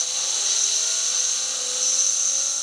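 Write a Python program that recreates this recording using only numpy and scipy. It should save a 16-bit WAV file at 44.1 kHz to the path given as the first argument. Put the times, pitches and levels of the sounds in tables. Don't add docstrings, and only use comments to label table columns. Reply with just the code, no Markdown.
import sys
import numpy as np
from scipy import signal
from scipy.fft import rfft, irfft, next_fast_len
from scipy.io import wavfile
from scipy.ndimage import map_coordinates

SR = 44100
rng = np.random.default_rng(int(sys.argv[2]) if len(sys.argv) > 2 else 0)


def inscribe(sig):
    pcm = np.round(np.clip(np.atleast_2d(sig).T, -1, 1) * 32767)
    wavfile.write(sys.argv[1], SR, pcm.astype(np.int16))


def boost(x):
    u = np.asarray(x, float) / 20
    return 10 ** u


N = 115542

MESH, WHEEL = 13 / 6, 13 / 18


def unit(x):
    return x / np.sqrt(np.mean(x ** 2) + 1e-20)


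def curves(rows):
    s, *columns = np.transpose(rows)
    return [np.interp(np.arange(N) / SR, s, column) for column in columns]


def wobble(rate):
    return map_coordinates(rng.standard_normal(N // 32), [np.arange(N) * rate / SR])


def random_phase():
    return rng.uniform(0, 2 * np.pi)


def filtered(x, response):
    m = next_fast_len(N + SR // 4)
    return irfft(rfft(x, m) * response(np.fft.rfftfreq(m, 1 / SR)), m)[:N]


def along(points):
    hz, db = np.transpose(points)
    return lambda f: boost(np.interp(np.log(f + 1), np.log(hz), db))


def body(x, modes):
    def response(f):
        power = 0
        for centre, width, db in modes:
            damping = (f * width) ** 2
            resonance = damping / ((centre * centre - f * f) ** 2 + damping)
            power = power + (boost(db) * resonance) ** 2
        return np.sqrt(power)
    return filtered(x, response)


def drifting(x, centre_hz, width_hz):
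    carrier = np.exp(2j * np.pi * np.cumsum(centre_hz) / SR)
    pole = np.exp(-np.pi * width_hz / SR)
    smoothed = signal.lfilter([1], [1, -2 * pole, pole ** 2], x / carrier)
    return unit(np.real(carrier * smoothed))


# time in seconds, shaft speed in turns per second.
SPEED = [(0.0, 164.4), (0.24, 175.4), (0.48, 192.4), (0.71, 207.0), (0.95, 220.8), (1.19, 232.0),
         (1.43, 241.4), (1.67, 249.1), (1.91, 256.0), (2.14, 261.8), (2.38, 267.6), (2.62, 272.3)]


def speed():
    return curves(SPEED)[0]


def firmness():
    return speed() / 250


def shaft():
    return 2 * np.pi * np.cumsum(speed()) / SR


def rattle(beats, lumps_db, swell_db):
    firm = firmness()
    pulse_db = 0
    for multiple, depth_db in beats:
        depth = depth_db * (firm + .15 * wobble(5))
        pulse_db = pulse_db + depth * np.cos(multiple * shaft() + random_phase())
    level_db = pulse_db + lumps_db * wobble(900) + swell_db * wobble(14)
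    return unit(rng.standard_normal(N) * boost(level_db))


def taps(multiple, scatter_s, scatter_db):
    at = np.flatnonzero(np.diff(np.floor(multiple * shaft() / (2 * np.pi))))
    chance = rng.standard_normal((len(at), 2))
    late = np.round(scatter_s * SR * chance[:, 0]).astype(int)
    where = np.clip(at + late, 0, N - 1)
    return unit(np.bincount(where, boost(scatter_db * chance[:, 1]), N))


# time in seconds, flywheel chatter in dB, flywheel ring in Hz,
# gear load in dB, coupling to the table in dB.
CONTACT = [(0, -17.5, 6080, -31, 3.5), (.05, -26.5, 6190, -33, -1), (.27, -23, 6160, -30, 3.5),
           (.42, -21.5, 6270, -29, 2), (.49, -19.5, 6080, -27.5, 1.5), (.65, -18.5, 6190, -29.5, -0.5),
           (.76, -22, 6040, -30, -0.5), (.9, -22, 6150, -30, 2), (1.15, -21.5, 6130, -30.5, 0),
           (1.33, -21, 6280, -31.5, 0), (1.37, -24, 6110, -31.5, 1), (1.65, -27.5, 6170, -32.5, 1),
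           (1.8, -26, 6200, -31.5, 1.5), (1.83, -20, 6030, -33.5, 0.5), (2.0, -18.5, 6140, -32.5, 0),
           (2.15, -20.5, 6190, -34.5, -4), (2.38, -21, 6225, -34.5, -2), (2.62, -25.5, 6180, -37.5, -3.5)]


def contact():
    return curves(CONTACT)


# frequency in Hz, spectral density in dB per Hz.
ROOM = [(15, -48), (25, -20), (54, -25), (102, -2.5), (193, -13), (249, -24), (400, -3.5), (520, -30),
        (880, -120)]


def room():
    return boost(-67.5) * unit(filtered(rng.standard_normal(N), along(ROOM)))


# multiple of shaft speed in sixths, level in dB.
ORDERS = [(6, 0), (10, -24), (12, 3.5), (13, -1.5), (14, -11), (16, -13.5), (18, -1.5), (20, -5), (24, -5),
          (26, -2.5), (28, -4.5), (30, -1.5), (31, -11.5), (32, -9.5), (36, -8.5), (39, -3.5), (42, -5.5)]
# frequency in Hz, width in Hz, level in dB.
TABLE = [(162, 28.4, -13.5), (261.6, 52, -8), (410, 61, -6.5), (502.2, 19.6, 2.5), (531.3, 39, -1),
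         (578, 43, -3.5), (653, 56, 1), (705, 54, -6.5), (812, 82, -1.5), (920, 57, -3), (1135, 105, -2),
         (1231, 94, -2), (1398, 163, 4), (1542, 122, -1.5)]


def hum():
    tones = 0
    for sixths, db in ORDERS:
        tones = tones + boost(db + 1.1 * wobble(7)) * np.sin(sixths / 6 * shaft() + random_phase())
    broad = [(centre, 2.15 * width, 0.88 * db) for centre, width, db in TABLE]
    rumble = unit(body(rattle([(0.94, 1.3)], lumps_db=1.9, swell_db=1.43), broad))
    coupling_db = contact()[3]
    return boost(coupling_db) * (boost(-46.5) * body(tones, TABLE) + boost(-47) * rumble)


# frequency in Hz, width in Hz, level in dB.
CAN = [(8650, 410, -2), (9480, 240, -3.5), (10530, 220, 1), (10980, 240, -5)]


def commutator():
    wander_db = 2.5
    ticks = 0
    for order in range(30, 68):
        ticks = ticks + boost(wander_db * wobble(6)) * np.sin(order * shaft() + random_phase())
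    return boost(-53 + wander_db * wobble(3.52)) * unit(body(ticks, CAN))


# frequency in Hz, spectral density in dB per Hz.
BRUSH = [(4500, -24), (5200, -7.5), (6900, -2), (8300, -8), (10000, -13.5), (10800, -14), (11200, -24)]
# frequency in Hz, width in Hz, level in dB.
WHEELS = [(5300, 350, -5), (5680, 300, 1), (6550, 300, 2), (7150, 120, -1), (7400, 400, -1), (7670, 70, -5),
          (8700, 500, -11), (9400, 500, -14)]
# time in seconds, pressure in dB.
PRESSURE = [
    (0, -3),
    (.1, -2.5),
    (.4, 0),
    (.9, 0.5),
    (1.2, -1),
    (1.5, -1),
    (1.75, 0.5),
    (2.0, -0.5),
    (2.62, -2),
]


def brushes():
    rasp = rattle([(WHEEL, 2.5), (2 * WHEEL, .8)], lumps_db=0.0, swell_db=.5)
    chatter_db = contact()[0]
    level_db = curves(PRESSURE)[0] + 0.17 * (chatter_db - chatter_db.mean())
    scrape = boost(-37) * unit(filtered(rasp, along(BRUSH)))
    ringing = boost(-32.5) * unit(body(rasp, WHEELS))
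    return boost(level_db) * (scrape + ringing)


# frequency in Hz, width in Hz, level in dB.
FRAME = [(1925, 414, -18), (2382, 380, -16.5), (2704, 195, -11), (2968, 220, -8.5), (3402, 790, -9.5),
         (3874, 360, -4), (4122, 410, -1), (4463, 220, -5), (4707, 290, -8)]


def gears():
    sliding = rattle([(1, 1.2), (WHEEL, 1.2)], lumps_db=.7, swell_db=.7)
    teeth = boost(-4) * taps(MESH, scatter_s=.00015, scatter_db=3)
    load_db = contact()[2]
    return boost(load_db) * unit(body(sliding + teeth, FRAME))


def flywheels():
    level_db, ring_hz = contact()[:2]
    rolling = rattle([(2 * WHEEL, 1.5), (MESH, 1.8)], lumps_db=.8, swell_db=.4)
    knocks = boost(-4) * firmness() * taps(WHEEL, scatter_s=.0002, scatter_db=2.5)
    strike = rolling + knocks
    upper = drifting(strike, ring_hz, width_hz=460)
    lower = boost(-10.5) * drifting(strike, ring_hz - 435, width_hz=147)
    ring = filtered(upper + lower, lambda f: 1 / (1 + (f / 10600) ** 8))
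    return boost(level_db - 3) * ring


def scene():
    return (room() + hum() + commutator() + brushes() + gears() + flywheels())[None]


def top_cut(x):
    return signal.sosfilt(signal.butter(12, 15640, fs=SR, output="sos"), x)


# frequency in Hz, level in dB.
IMAGE = [(12960, -6), (13450, -11), (14500, -18), (15200, -25), (15700, -36)]


def record(dry):
    mirror_hz, bass_cut_hz, top_hz = 12000, 55, 15720
    gap_low_hz, gap_high_hz = 11020, 12980
    kept = filtered(dry[0], lambda f: (f < gap_low_hz) * f ** 2 / (f ** 2 + bass_cut_hz ** 2))
    carrier = np.exp(4j * np.pi * mirror_hz * np.arange(N) / SR)
    flipped = np.real(np.conj(signal.hilbert(kept)) * carrier)
    image = filtered(flipped, lambda f: along(IMAGE)(f) * (f > gap_high_hz) * (f < top_hz))
    return top_cut((kept + image)[None])


dry = scene()
out = record(dry)
inscribe(out)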